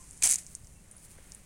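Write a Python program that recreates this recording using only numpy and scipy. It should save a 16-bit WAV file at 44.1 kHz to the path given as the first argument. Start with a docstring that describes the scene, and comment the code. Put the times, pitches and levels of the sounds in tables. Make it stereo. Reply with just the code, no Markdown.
"""A wet fishing net dropped on a grassy bank, close to a stereo microphone.
The hem slaps down and the net's weight thuds on the soil; the mesh follows in a short, bright
spatter of wet strands and drops, a little to the left. As it settles, stalks tick, grass crinkles,
twine squeaks and water shifts in the mesh. Behind it: low outdoor air and one faint, far bird."""
import sys
import numpy as np
from scipy import signal
from scipy.fft import rfft, irfft
from scipy.io import wavfile
from scipy.ndimage import uniform_filter1d

SR = 44100
rng = np.random.default_rng(int(sys.argv[2]) if len(sys.argv) > 2 else 0)


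def to_wav(sig):
    """Store sig (one row per channel, or 1-D mono) as 16-bit WAV at the path in sys.argv[1].

    Samples outside -1..1 are clipped; the rate is SR.
    """
    pcm = np.clip(np.atleast_2d(sig), -1, 1) * 32767
    pcm = np.round(pcm).astype(np.int16)
    wavfile.write(sys.argv[1], SR, pcm.T)  # frames by channels


N = 63945
T = np.arange(N) / SR


def amp(db):
    """Decibels to gain."""
    return 10 ** (np.asarray(db) / 20)


def unit(x):
    """Scales to an rms of one."""
    return x / np.sqrt(np.mean(x ** 2) + 1e-20)


def curve(points):
    """A control curve at every sample."""
    return np.interp(T, *np.transpose(points))


def read(points, hz, column=1):
    """One column of a spectrum table on a log-frequency axis."""
    table = np.array(points, float)
    return np.interp(np.log(hz + 1), np.log(table[:, 0] + 1), table[:, column])


def pan(db):
    """Left and right gains for a level difference; positive is left."""
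    return amp(np.array([[.5], [-.5]]) * db)


def add(mix, start_s, sound):
    """Mixes a stereo sound in at a time."""
    part = mix[:, max(round(start_s * SR), 0):][:, :sound.shape[1]]
    part += sound[:, :part.shape[1]]


def coloured(x, points):
    """Gives noise a spectrum, at an rms of one."""
    gain = amp(read(points, np.fft.rfftfreq(N, 1 / SR)))
    return unit(irfft(rfft(x) * gain, N))


def highpass(x, hz):
    """Takes away the body below a frequency."""
    return signal.sosfilt(signal.butter(3, hz, "high", fs=SR, output="sos"), x)


def wide_noise():
    """Noise that is alike on both sides in the low middle and much less so elsewhere."""
    # likeness of the two channels: (frequency [Hz], correlation [-1..1])
    likeness = [(25, -0.075), (70, 0.31), (160, 0.86), (500, 0.46), (1200, 0.47), (3000, -0.11),
                (8000, -0.49)]
    same = read(likeness, np.fft.rfftfreq(N, 1 / SR))
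    left, other = rfft(rng.standard_normal((2, N)))
    right = same * left + np.sqrt(1 - same ** 2) * other
    return irfft(np.array([left, right]), N)


def blurred_tone(phase, width_hz):
    """A tone widened into a narrow band by a random wobble, different on each side."""
    band = np.exp(-(np.fft.fftfreq(N, 1 / SR) / width_hz) ** 2)
    wobble = np.fft.ifft(np.fft.fft(rng.standard_normal((2, N))) * band)
    return (wobble / np.std(wobble) * np.exp(1j * phase)).real


def grains(per_s, spread_db, scatter_db=3):
    """Random clicks of uneven size, each reaching the microphone from its own direction."""
    fires = rng.random(N) < per_s / SR
    size = amp(spread_db * np.minimum(rng.exponential(1, N), 3))
    sign = rng.choice([-1, 1], N)
    side, jitter = rng.standard_normal((2, N))
    left, right = fires * sign * size * pan(scatter_db * side)
    left_lag = np.round(.91 + 1.2 * jitter).astype(int)  # samples
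    arrival = np.clip(np.arange(N) + left_lag, 0, N - 1)
    return np.array([np.bincount(arrival, left, N), right])


def mic_colour(size=512):
    """The bright colour that the left and right microphones each give a click, peak one."""
    # colour of each microphone: (frequency [Hz], left [dB], right [dB])
    colour = [(302, -49, -62), (1310, -22, -19.5), (2250, -8, -20.5), (3460, -18.5, -19),
              (3940, -17.5, -10.5), (5660, -11, -13), (6380, -4, -10), (7300, -3, -3.5), (9040, -3, 6),
              (10300, -14, 0), (11060, -6, -12), (11450, -18.5, -7), (13900, -19.5, -16.5),
              (15600, -45.5, -16.5)]
    hz = abs(np.fft.fftfreq(size, 1 / SR))
    log_gain = np.log(amp([read(colour, hz, column=1), read(colour, hz, column=2)]))
    minimum_phase = np.exp(np.conj(signal.hilbert(log_gain)))
    response = np.fft.ifft(minimum_phase).real[:, :size // 2]
    return response / abs(response).max()


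def through_mics(clicks):
    """Gives each side of a train of clicks its microphone's colour."""
    return signal.oaconvolve(clicks, mic_colour(), axes=1)[:, :N]


def cycles(hz, length_s, snap, size=256):
    """A few cycles of ring that swell and die around a snap in the microphones' colour, peak one."""
    t = np.arange(size) / SR - length_s / 2
    swell = np.cos(np.pi * np.clip(t / length_s, -.5, .5)) ** 2
    ring = swell * np.cos(2 * np.pi * hz * t) * np.ones((2, 1))
    add(ring, length_s / 2, snap * mic_colour())
    return ring / abs(ring).max()


def impact(tail_gain, decay_s, size):
    """An impulse with a dying tail of noise; the left side hears it one sample late."""
    t = np.arange(size) / SR
    push = tail_gain * rng.standard_normal((2, size)) * np.exp(-t / decay_s)
    push[0, 1] = push[1, 0] = 1
    return push


def outdoor_air(level_db=-53, gust_db=1.5, gust_s=.04, rumble_hz=120):
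    """Low open air all around the bank; light gusts move its rumble."""
    # spectrum of the air: (frequency [Hz], level [dB])
    colour = [(25, 2.5), (90, -2.5), (120, -9.5), (165, -6), (300, -20.5), (600, -23.5), (1200, -30.5),
              (2200, -53), (3500, -41), (9000, -30), (15500, -60)]
    air = amp(level_db) * coloured(wide_noise(), colour)
    rumble = signal.sosfiltfilt(signal.butter(2, rumble_hz, fs=SR, output="sos"), air)
    gust = unit(uniform_filter1d(rng.standard_normal(N), round(gust_s * SR)))
    return air + rumble * (unit(amp(gust_db * gust)) - 1)


def far_bird():
    """Two faint falling calls, blurred by distance."""
    # bird calls: (middle [s], length [s], pitch [Hz], glide [Hz/s], width [Hz], level [dB])
    calls = [(.015, .19, 1040, -1000, 130, -64), (.772, .072, 2700, -300, 70, -66)]
    out = np.zeros((2, N))
    for s, length, hz, glide, width, db in calls:
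        phase = 2 * np.pi * np.cumsum(hz + glide * (T - s)) / SR
        swell = np.cos(np.pi * np.clip((T - s) / length, -.5, .5)) ** 2
        out += amp(db) * swell * (blurred_tone(phase, width) + .6 * np.cos(phase))
    return out


def settling_mesh(crinkle_db=-15):
    """The mesh fizzes finely, crinkles dry grass and drags softly over it."""
    # rustle of the mesh: (time [s], level [dB])
    rustle_level = [(0, -89.5), (.1, -96), (.19, -82), (.45, -57.5), (.53, -51), (.62, -59), (.67, -56.5),
                    (.8, -61.5), (.95, -60.5), (1.02, -56), (1.05, -48), (1.08, -61), (1.115, -49.5),
                    (1.17, -59.5), (1.33, -54.5), (1.45, -60.5)]
    # where the rustle sits: (time [s], left minus right [dB])
    rustle_side = [(0, -6), (.55, 6.5), (.95, 1), (1.45, 2)]
    # net dragging over grass: (time [s], level [dB])
    drag_level = [(0, -63.5), (.5, -62), (.75, -67), (.92, -63), (1.1, -61.5), (1.19, -59.5), (1.36, -59),
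                  (1.45, -63.5)]
    # spectrum of the drag: (frequency [Hz], level [dB])
    drag_colour = [(100, 3), (420, -5.5), (1000, -9.5), (2100, -4), (3500, -9.5), (8000, -18.5)]
    fizz = unit(highpass(through_mics(grains(per_s=7000, spread_db=5.5)), hz=3540))
    crinkle = amp(crinkle_db) * unit(highpass(grains(per_s=500, spread_db=3), hz=9000))
    rustle = (fizz + crinkle) * amp(curve(rustle_level)) * pan(curve(rustle_side))
    drag = coloured(wide_noise(), drag_colour) * amp(curve(drag_level))
    return rustle + drag


def stalk_ticks():
    """Close by, a stalk snaps free or a drop lands: a few cycles of ring and a tiny crackle."""
    # single ticks: (time [s], level [dB], left minus right [dB], pitch [Hz], crackle decay [s])
    ticks = [(0.11, -28.5, 13, 8550, 0.0026), (0.1762, -34.5, 13, 8500, .001),
             (0.4656, -29.5, 12.5, 7370, 0.009), (0.5511, -16.5, 7, 8060, 0.0049),
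             (0.6463, -39.5, 7, 6800, .002), (.671, -35.5, 7, 7200, 0.0044), (0.913, -32, 6, 9050, 0.0085),
             (.982, -39.5, -2, 6240, .003), (1.32, -24.5, 7, 6700, 0.004),
             (1.3486, -25.5, -1, 9100, 0.0057)]
    out = np.zeros((2, N))
    for s, db, side_db, hz, crackle_s in ticks:
        crackle = impact(tail_gain=.06, decay_s=crackle_s, size=1024)
        tick = signal.fftconvolve(crackle, cycles(hz, length_s=.00054, snap=.25), axes=1)
        add(out, s, amp(db) * pan(side_db) * tick)
    return highpass(out, hz=4000)


def soil_thud(rise_s=.022, fall_db_per_s=210):
    """The mass of the net patters dully on the soil in two surges and comes to rest."""
    # the hem lands, then the bulk: (start [s], time to the fall [s], level [dB], left minus right [dB])
    surges = [(0.216, 0.043, -38.5, -5), (0.291, 0.03, -57, -9)]
    # spectrum of the net's weight on soil: (frequency [Hz], level [dB])
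    colour = [(40, 6), (110, -3.5), (250, -6), (400, -13), (700, -4.5), (1100, -7), (1700, -8), (2400, -2),
              (3500, -2), (4700, -2.5), (6000, -18)]
    level = np.zeros((2, N))
    for s, hold, db, side_db in surges:
        rise = np.clip((T - s) / rise_s, 0, 1)
        fall_db = fall_db_per_s * np.maximum(T - s - hold, 0)
        level += rise * amp(db - fall_db) * pan(side_db)
    return coloured(grains(per_s=2500, spread_db=1.5, scatter_db=1), colour) * level


def drop(hz, decay_s=.00016, size=256):
    """One drop: a snap and a few cycles of ring."""
    t = np.arange(size) / SR
    ring = np.exp(-t / decay_s) * np.cos(2 * np.pi * hz * t)
    snap = t == 0
    return (ring + snap)[None]


def spatter(low_hz=5260, high_hz=11050, drop_sizes=10):
    """A shower of drops flies off the mesh and hits the grass, each size at its own pitch."""
    # spatter as the mesh comes down: (time [s], level [dB])
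    level = [(.221, -50), (.223, -26.5), (.231, -34), (.237, -18), (.256, -18), (.283, -25), (.31, -22),
             (.344, -28.5), (.354, -29.5), (.373, -46.5), (.385, -35), (.4, -42.5), (.44, -53), (.6, -62)]
    # where the drops land: (time [s], left minus right [dB])
    side = [(.3, 6.9), (.37, 10.2)]
    drops = sum(signal.oaconvolve(grains(per_s=530, spread_db=2), drop(hz))[:, :N]
                for hz in np.linspace(low_hz, high_hz, drop_sizes))
    return unit(through_mics(drops)) * amp(curve(level)) * pan(curve(side))


def fold_splats(span_s=.0007):
    """Each wet fold lands near the microphone with a snap of its own pitch and throws a brief spray."""
    # wet folds striking the grass: (time [s], level [dB], left minus right [dB], pitch [Hz])
    folds = [(.2227, -20, 6, 7700), (.2255, -19, 11, 6600), (.2346, -12, 2, 9000), (.237, -13, 7, 6300),
             (.2385, -11, 4, 8400), (.2399, -14, 1, 9300), (.2416, -10, 2, 8300), (.2524, -17, 6, 7100),
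             (.2541, -17, 2, 8100), (.2602, -15, 3, 8000), (.2738, -12, 5, 8100), (.2918, -14, 0, 8900),
             (.298, -16, 4, 7600), (.3045, -18, 6, 7000), (.3101, -15, 0, 8200), (.3123, -10, 3, 8100),
             (.3196, -15, 7, 6700), (.3252, -14, 0, 8900), (.3353, -16, 8, 7600), (.3365, -17, 9, 7000),
             (.3426, -16, 5, 7900), (.3579, -20, 15, 7400), (.3616, -25, 5, 7400), (.3866, -30, 10, 7300)]
    out = np.zeros((2, N))
    for s, db, side_db, hz in folds:
        ring_s = rng.uniform(.0003, .00094)
        spray = impact(tail_gain=.2, decay_s=.0009, size=512)
        hit = signal.fftconvolve(spray, cycles(hz, ring_s, snap=1), axes=1)
        hit = highpass(hit, hz=3800)
        hit *= np.sqrt(span_s * SR / (hit ** 2).sum(1, keepdims=True))  # energy of rms one over span_s
        add(out, s - ring_s / 2, amp(db) * pan(side_db) * hit)
    return out


def hem_knocks():
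    """Dull, damped rings where the hem bumps the ground."""
    # bumps of the hem: (time [s], pitch [Hz], level [dB], decay [s], left minus right [dB])
    knocks = [(0.2249, 2448, -25.5, 0.0021, 7.5), (.256, 729, -39.5, 0.011, 2),
              (1.187, 524, -46, 0.0028, -1.5)]
    out, t = np.zeros((2, N)), np.arange(2048) / SR
    for s, hz, db, decay, side_db in knocks:
        ring = np.exp(-t / decay) * np.sin(2 * np.pi * hz * t)
        add(out, s, amp(db) * pan(side_db) * ring)
    return out


def twine_squeaks(decay_s=.01):
    """Wet twine draws tight on the right: thin, fuzzy squeaks that start at once and fade."""
    # squeaks of the twine: (time [s], pitch [Hz], level [dB])
    squeaks = [(.914, 9150, -47), (.9655, 9750, -47)]
    out = np.zeros((2, N))
    for s, hz, db in squeaks:
        fade = (T > s) * np.exp(-abs(T - s) / decay_s)
        out += amp(db) * fade * blurred_tone(2 * np.pi * hz * T, width_hz=600)
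    return out * pan(db=-12.5)


def water_sloshes():
    """Water shifts in the soaked mesh: brief, soft swells, dead centre."""
    # swells of water: (middle [s], half length [s], centre frequency [Hz], level [dB])
    sloshes = [(0.947, 0.01, 1000, -63), (1.184, 0.0037, 1800, -58.5)]
    out = np.zeros(N)
    for s, half_length, hz, db in sloshes:
        swell = np.exp(-((T - s) / half_length) ** 2)
        out += amp(db) * swell * unit(blurred_tone(2 * np.pi * hz * T, width_hz=440)[0])
    return out


def scene():
    """The net lands and settles in the foreground, with open air and the bird behind."""
    landing = fold_splats() + spatter() + soil_thud() + hem_knocks()
    settling = stalk_ticks() + twine_squeaks() + water_sloshes() + settling_mesh()
    return landing + settling + outdoor_air() + far_bird()


def record(dry, ceiling=.78, edge_hz=16300):
    """The recorder rounds off the loudest peaks, then cuts the highest treble."""
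    soft = dry / (1 + (dry / ceiling) ** 6) ** (1 / 6)
    lowpass = signal.firwin(255, edge_hz, window=("kaiser", 9), fs=SR)
    return signal.oaconvolve(soft, lowpass[None], "same")


dry = scene()
out = record(dry)
to_wav(out)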